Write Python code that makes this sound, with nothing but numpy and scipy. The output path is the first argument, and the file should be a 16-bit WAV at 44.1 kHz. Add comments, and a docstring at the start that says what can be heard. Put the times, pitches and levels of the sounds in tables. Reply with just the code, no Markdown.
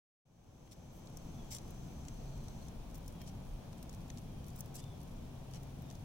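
"""A tortoise on a concrete path

A large tortoise plods along: its claws tick on the slab, its scaly feet drag over grit,
and sand crackles under each step. Around it are a low outdoor rumble, light wind, distant
engine hum, a far bird and two insects that fall silent. The whole sound fades in at the start."""
import sys
import numpy as np
from scipy import signal
from scipy.fft import rfft, irfft, next_fast_len
from scipy.io import wavfile
from scipy.ndimage import map_coordinates

SR = 44100
rng = np.random.default_rng(int(sys.argv[2]) if len(sys.argv) > 2 else 0)


def store_wav(level_fs):
    """Save 16-bit WAV to argv[1]."""
    pcm = np.round(np.clip(np.atleast_2d(level_fs), -1, 1) * 32767)
    wavfile.write(sys.argv[1], SR, pcm.T.astype(np.int16))


N = 266364
TOP_HZ = 15880  # nothing is heard above this pitch

# Claws landing. Levels are relative; body is the low part of a tick, brightness the high part.
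# Columns: start_s, level_db, body_db, brightness_db, claw_count
CLAW_CONTACTS = [(0.6749, -48, -4, -20, 1), (0.7198, -40.5, -11, -13, 2), (1.0718, -43.5, -19, -34, 1),
                 (1.1708, -34.5, -30, -12.5, 1), (1.5484, -32, -30, -19, 1), (1.584, -37.5, -22, -22, 1),
                 (1.7055, -43.5, -20, -12, 1), (2.0512, -46, -18, -21, 1), (2.083, -36.5, -18, -23, 1),
                 (2.4825, -41, -18, -30, 1), (2.6837, -43, -20, -21, 1), (2.9444, -44, -19, -12, 2),
                 (2.9791, -46, -20, -7, 1), (3.062, -50, -25, -17, 1), (3.079, -36.5, -38, -14, 1),
                 (3.2161, -41.5, -12, -8, 1), (3.2768, -46, -12, -17, 1), (3.7293, -46.5, -16, -34, 1),
                 (3.8276, -39, -16, -9.5, 1), (3.894, -39.5, -20, -18, 1), (3.928, -44, -17, -19, 2),
                 (4.1013, -36, -11, -25, 1), (4.1728, -41.5, -16, -24, 2), (4.465, -46, -20, -7.5, 1),
                 (4.482, -41.5, -17, -8, 1), (4.561, -41, -18, -4, 1), (4.591, -39, -21, 2, 1),
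                 (4.606, -28.5, -33, -5.5, 1), (4.6588, -45.5, -23, -13.5, 1), (4.7547, -35, -23, -12, 1),
                 (4.8004, -45, -21, -21, 1), (4.8392, -44, -8, -24, 1), (5.031, -45, -24, -1, 1),
                 (5.536, -41.5, -21, -24, 2), (5.5564, -44, -13, -17, 1), (5.6317, -43, -26, -9, 1),
                 (5.8212, -45.5, -14, -4, 1), (5.9008, -42, -11, -19, 2), (5.952, -45, -25, -21, 1)]
# The tone of a claw tick. Columns: pitch_hz, level_db
CLAW_TONE = [(700, -18), (2000, -7), (3000, -6.5), (4000, -1.5), (4800, -7.5), (5900, -3.5), (7500, -7.5),
             (8600, -12), (9700, -5.5), (13000, -8), (15000, -3.5), (18500, -16)]


def claw_ticks(boost_db=9.5, crack_decay_s=0.0035, next_claw_s=0.0095, next_claw_db=-1.5):
    """A claw snaps off a sand grain: a tiny crack, duller or brighter by the grain's size."""
    out = np.zeros((2, N))
    t = np.arange(SR // 50) / SR
    decay = amp(-60 * t / crack_decay_s)
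    for start_s, level_db, body_db, brightness_db, claw_count in CLAW_CONTACTS:
        tilt = [(3800, 0.81 * (body_db + 10)), (5500, 0), (8000, 0), (12500, 1.2 * (brightness_db + 10))]
        for claw in range(round(claw_count)):  # a second claw lands later and softer
            crack = slab_echoes(rng.standard_normal((2, len(t))) * decay)
            tick = sharp_filter(crack, lambda hz: along(CLAW_TONE, hz) + along(tilt, hz))
            tick /= np.linalg.norm(tick, axis=1, keepdims=True)
            gain = amp(level_db + boost_db + claw * next_claw_db)
            add(out, start_s + 0.00071 + claw * next_claw_s, gain * tick)
    return out * panned(left_db=3)


# Feet dragging; more tilt sounds brighter. Columns: start_s, length_s, level_db, tilt_db_per_octave
FOOT_DRAGS = [(0.713, 0.024, -54.5, 2), (0.924, 0.081, -68.5, 19), (1.511, 0.03, -47, 3.5),
              (1.536, 0.04, -51, 4), (2.947, .016, -58.5, 11), (3.205, 0.019, -61.5, -9),
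              (3.264, 0.034, -58.5, 1.5), (4.554, 0.016, -63, 12), (4.581, .028, -59.5, 12),
              (4.744, 0.031, -53.5, 6.5), (4.777, 0.033, -57.5, 1.5), (5.533, 0.045, -61.5, -3.5)]
# The tone of a foot rubbing on concrete. Columns: pitch_hz, level_db
RUB_TONE = [(700, -38), (1400, -22), (2000, -7), (3100, -7.5), (4900, -7), (5700, 1.5), (6800, -10),
            (7500, -3), (8500, -13), (9700, -7.5), (11000, -22.5), (12000, -9.5), (13200, -26),
            (15500, -19)]


def foot_drags(slips_per_s=4500, spread_db=4.0, edge_s=0.0076):
    """Scales skid over the rough slab: a dense, uneven run of tiny slips."""
    out = np.zeros((2, N))
    octaves = lambda hz: np.log2(np.clip(hz, 1000, TOP_HZ) / 6000)
    for start_s, length_s, level_db, tilt in FOOT_DRAGS:
        t = np.arange(int((length_s + 2 * edge_s) * SR)) / SR
        slips = (rng.random(len(t)) < slips_per_s / SR) * amp(spread_db * rng.standard_normal(len(t)))
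        pressure = np.clip(np.minimum(t, t[-1] - t) / (2 * edge_s), 0, 1)
        rub = slab_echoes(slips * rng.standard_normal((2, len(t))))
        rub = filtered(rub, lambda hz: amp(along(RUB_TONE, hz) + tilt * octaves(hz)) * (hz < TOP_HZ))
        add(out, start_s - edge_s, amp(level_db) * pressure * unit(rub))
    return out * panned(left_db=2)


# The tone of cracking sand. Columns: pitch_hz, level_db
SAND_TONE = [(1500, -18), (3500, -5.5), (5900, 3.5), (8500, -0.5), (9700, 2.5), (10800, -3.5), (11900, 6),
             (13000, -8), (15000, -4.5)]


def sand_crackle(rest_db=-80, pressed_db=-77, shift_s=0.06, grains_per_s=70, crack_decay_s=0.0061):
    """Sand grains crackle faintly under the shifting weight, most around each claw contact."""
    weight = np.sqrt(sum(swell(start_s, shift_s) for start_s, *_ in CLAW_CONTACTS))
    grain_size = amp(4.5 * np.clip(rng.standard_normal(N), -2, 2))
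    pops = (rng.random(N) < grains_per_s / SR) * grain_size
    decay = amp(-60 * np.arange(SR // 100) / SR / crack_decay_s)
    bursts = signal.fftconvolve(pops, decay)[:N]
    crackle = slab_echoes(bursts * rng.standard_normal((2, N)))
    crackle = filtered(crackle, lambda hz: amp(along(SAND_TONE, hz)) * (hz < TOP_HZ))
    return np.hypot(amp(rest_db), amp(pressed_db) * weight) * unit(crackle) * panned(left_db=1.1)


# Quick echoes off the slab and nearby edges. Columns: delay_s, level_db
SLAB_ECHOES = [(.0007, -4), (.0017, -11.5), (.0024, -8), (.0033, -5.5), (.0043, -11)]


def slab_echoes(sound, scatter=0.12):
    """Sound bounces off close surfaces and reaches each ear at a slightly different time."""
    out = sound.copy()
    for delay_s, level_db in SLAB_ECHOES:
        for side in (0, 1):
            add(out[side], delay_s * np.exp(scatter * rng.standard_normal()), amp(level_db) * sound[side])
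    return out


# A bird's whistles; loudest_fraction runs from 0 (the start) to 1 (the end).
# Columns: start_s, length_s, top_hz, last_hz, level_db, loudest_fraction
BIRD_WHISTLES = [(0.87, .25, 3240, 3030, -79, .4), (1.222, 0.31, 3630, 2890, -72.5, .75),
                 (3.09, .17, 3370, 3090, -69, 0.9), (4.07, 0.4, 3390, 2980, -76, 0.75),
                 (4.785, .225, 3600, 3120, -69, 0.2), (5.781, .19, 3690, 3470, -72.5, .55)]


def far_bird(gain_db=-2, scoop_s=0.04, scoop_hz=377.5, flutter_db=5, echo_decay_s=0.48, echo_db=-2):
    """Far whistles scoop up, then sag ever faster; trees and walls smear them with echoes."""
    song = np.zeros(N)
    quaver, flutter = wobble(120), wobble(60)
    for start_s, length_s, top_hz, last_hz, level_db, loudest in BIRD_WHISTLES:
        progress = np.linspace(0, 1, int(length_s * SR))
        scoop = scoop_hz * np.clip(1 - progress * length_s / scoop_s, 0, 1)
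        sag = (top_hz - last_hz) * progress ** 2.1
        waver = 1 + 0.0046 * np.roll(quaver, -int(start_s * SR))[:len(progress)]
        effort = np.sqrt(2) * np.interp(progress, [0, np.clip(loudest, 0.1, 0.9), 1], [0, 1, 0])
        add(song, start_s, amp(level_db + gain_db) * effort * sine((top_hz - scoop - sag) * waver))
    song *= amp(flutter_db * flutter)
    t = np.arange(SR // 2) / SR
    tail = rng.standard_normal((2, len(t))) * amp(-60 * t / echo_decay_s)
    echo = signal.fftconvolve(song[None], tail / np.linalg.norm(tail[0]), axes=1)[:, :N]
    return song + amp(echo_db) * echo


# The tone of an insect's rasping wing. Columns: pitch_hz, level_db
WING_TONE = [(3000, -25), (4200, -1), (5000, -5), (5800, 8.5), (6220, 1.5), (6700, 2), (7600, 4),
             (9000, -18), (14000, -33)]


def near_insect(ring_db=-74, rasp_db=-71, wing_hz=6200, drift_hz=9, flutter_db=2, stop_s=2.705):
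    """A thin, steady trill in the grass: the wing rings over a soft rasp, then stops at once."""
    singing = np.clip((stop_s - seconds()) / 0.027, 0, 1)
    ring = sine(wing_hz + drift_hz * wobble(50))
    ring = unit(ring * amp(flutter_db * wobble(70)))
    return singing * (amp(ring_db) * ring * panned(left_db=1) + amp(rasp_db) * wide_noise(WING_TONE))


def far_insect(level_db=-74, pitch_hz=4280, width_hz=340, flutter_db=2):
    """A second, more distant insect swells once: a narrow band of fluttering noise."""
    band = filtered(rng.standard_normal((2, N)), lambda hz: np.exp(-((hz - pitch_hz) / width_hz) ** 2))
    trill = unit(band * amp(flutter_db * wobble(40)))
    return amp(level_db) * swell(peak_s=2.42, half_width_s=0.34) * trill


# Moments when the engine hum grows louder. Columns: peak_s, half_width_s, rise_db
ENGINE_SWELLS = [(1.82, 0.089, 9.5), (2.36, 0.21, 11), (4.68, 0.24, 9), (5.65, 0.47, 9.5)]


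def engine_hum(base_db=-62, start_hz=140.9, idle_hz=135.1, settle_s=3.0, unsteady_db=0.5):
    """A distant engine slows to an idle; its hum swells and wavers on its way through the air."""
    pitch_hz = np.interp(seconds(), [0, settle_s], [start_hz, idle_hz])
    swell_db = sum(rise_db * swell(peak_s, width) for peak_s, width, rise_db in ENGINE_SWELLS)
    gain = amp(base_db + swell_db + unsteady_db * wobble(6.3))
    return gain * unit(sine(pitch_hz + wobble(8))) * panned(left_db=2.1)


def machine_drone(start_db=-67.5, sink_db_per_s=2.5, pitch_hz=329, drift_hz=2, unsteady_db=4):
    """A fainter, higher machine note sinks into the rumble."""
    note = unit(sine(pitch_hz + drift_hz * wobble(8)))
    gain = amp(start_db - sink_db_per_s * seconds() + unsteady_db * wobble(6.13))
    return gain * note * panned(left_db=2.7)


# Gusts of wind. Columns: peak_s, half_width_s, rise_db
WIND_GUSTS = [(2.25, 0.26, 4.5), (2.85, 0.087, 6), (3.55, 0.12, 6)]
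# The deep tone of buffeting air. Columns: pitch_hz, level_db
WIND_TONE = [(8, -12), (20, -0.5), (31, 3.5), (50, -6), (80, -8), (200, -57.5)]


def wind(base_db=-53, unsteady_db=0.95, calm_db=-13, rise_s=1.53):
    """A light breeze picks up from calm and buffets the microphone, with a few gusts."""
    breeze_db = base_db + np.interp(seconds(), [0, rise_s], [calm_db, 0])
    gust_db = sum(rise_db * swell(peak_s, width) for peak_s, width, rise_db in WIND_GUSTS)
    return amp(breeze_db + gust_db + unsteady_db * wobble(4.03)) * wide_noise(WIND_TONE)


# The tone of the low rumble nearby. Columns: pitch_hz, level_db
RUMBLE_TONE = [(30, -11), (65, -3), (110, -1), (145, -2), (175, -0.5), (200, -7.5), (235, -4.5), (280, -11),
               (380, -21.5), (700, -44.5)]
# The tone of the soft wash of far-off noise. Columns: pitch_hz, level_db
WASH_TONE = [(150, -15), (300, -2.5), (450, -1.5), (720, -1.5), (1000, -7.5), (1300, -13.5), (1900, -19.5),
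             (4000, -33.5)]
# The tone of the fine outdoor hiss. Columns: pitch_hz, level_db
HISS_TONE = [(1000, -5.5), (1950, -3), (2350, 8), (2700, 5), (3200, 7.5), (4800, 1), (5900, 4.5),
             (8500, -8), (9600, 1), (10700, -25), (11900, -4), (13000, -22), (15500, -3.5)]


def outdoors(rumble_db=-49.5, wash_db=-58, hiss_db=-67, ebb_db_per_s=0.2, drift_db=0.75, flutter_db=0.5):
    """The rumble and wash of the neighbourhood ebb slowly under a fine, steady hiss."""
    rumble = amp(rumble_db + drift_db * wobble(3.09)) * wide_noise(RUMBLE_TONE)
    wash = amp(wash_db + flutter_db * wobble(14)) * wide_noise(WASH_TONE)
    hiss = amp(hiss_db) * wide_noise(HISS_TONE)
    return amp(-ebb_db_per_s * seconds()) * (rumble + wash) + hiss


# How alike the two ears hear the background (1 is the same). Columns: pitch_hz, likeness_fraction
EAR_LIKENESS = [(25, 0.97), (60, 0.92), (160, 0.97), (260, 0.8), (500, 0.17), (1000, 0.58), (2000, 0.00071),
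                (12000, 0)]
# How much louder the background is on the left. Columns: pitch_hz, left_db
LEFT_LEAN = [(60, 0), (130, 2), (260, 2), (500, 6), (1000, 2.5), (2000, -2), (5000, 1.5), (14000, 0)]


def wide_noise(tone):
    """Noise from all around with the given tone; its bass is nearly the same in both ears."""
    def shape(hz):
        angle = np.arccos(np.clip(along(EAR_LIKENESS, hz), -1, 1)) / 2
        return amp(along(tone, hz)) * [np.cos(angle), np.sin(angle)]

    shared, opposite = filtered(rng.standard_normal((2, N)), shape)
    ears = np.array([shared + opposite, shared - opposite])
    return unit(filtered(ears, lambda hz: panned(along(LEFT_LEAN, hz))))


def amp(db):
    """Turn decibels into a multiplier."""
    return 10 ** (np.asarray(db) / 20)


def unit(x):
    """Scale a sound to an average power of 1."""
    return x / np.sqrt(np.mean(x ** 2) + 1e-20)


def along(points, hz):
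    """Read between a table's rows, with pitch spaced in octaves."""
    pitches, values = np.transpose(points)
    return np.interp(np.log(hz + 1), np.log(pitches + 1), values)


def seconds():
    """The time of every sample."""
    return np.arange(N) / SR


def sine(hz):
    """A pure tone that follows a changing pitch."""
    return np.sin(2 * np.pi * np.cumsum(hz) / SR)


def swell(peak_s, half_width_s):
    """A smooth rise to 1 and back."""
    return np.exp(-((seconds() - peak_s) / half_width_s) ** 2)


def wobble(per_s):
    """A smooth curve through this many random points a second."""
    return map_coordinates(rng.standard_normal(int(N * per_s / SR) + 4), [np.arange(N) * per_s / SR])


def filtered(x, gain_at):
    """Turn each pitch in a sound up or down."""
    length = x.shape[-1]
    padded = next_fast_len(length + 2048)
    return irfft(rfft(x, padded) * gain_at(np.fft.rfftfreq(padded, 1 / SR)), padded)[..., :length]


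def sharp_filter(x, tone_db, size=1024):
    """Shape a short sound's tone while keeping its start sharp."""
    cepstrum = irfft(np.log(amp(tone_db(np.fft.rfftfreq(size, 1 / SR)))))
    cepstrum *= 1 + np.sign(size // 2 - np.arange(size))  # ring only after the hit
    return irfft(rfft(x, size) * np.exp(rfft(cepstrum)), size)


def add(track, start_s, sound):
    """Mix a sound into the track at the given time."""
    part = track[..., max(round(start_s * SR), 0):][..., :sound.shape[-1]]
    part += sound[..., :part.shape[-1]]


def panned(left_db):
    """Left and right gains, with the left louder by left_db."""
    return amp(np.array([[0.5], [-0.5]]) * left_db)


def scene():
    """The footsteps close by, everything else behind them."""
    tortoise = claw_ticks() + foot_drags() + sand_crackle()
    wildlife = far_bird() + near_insect() + far_insect()
    return tortoise + wildlife + engine_hum() + machine_drone() + wind() + outdoors()


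def record(dry, silence_s=0.252, fade_from_s=0.19, fade_s=1.226):
    """The sound opens after a moment of silence and fades in, with its highest treble cut off."""
    opening = np.clip((seconds() - silence_s) / 0.0049, 0, 1)
    fade = np.clip((seconds() - fade_from_s) / fade_s, 0, 1) ** 0.83
    return filtered(dry * opening * fade, lambda hz: hz < TOP_HZ)


dry = scene()
out = record(dry)
store_wav(out)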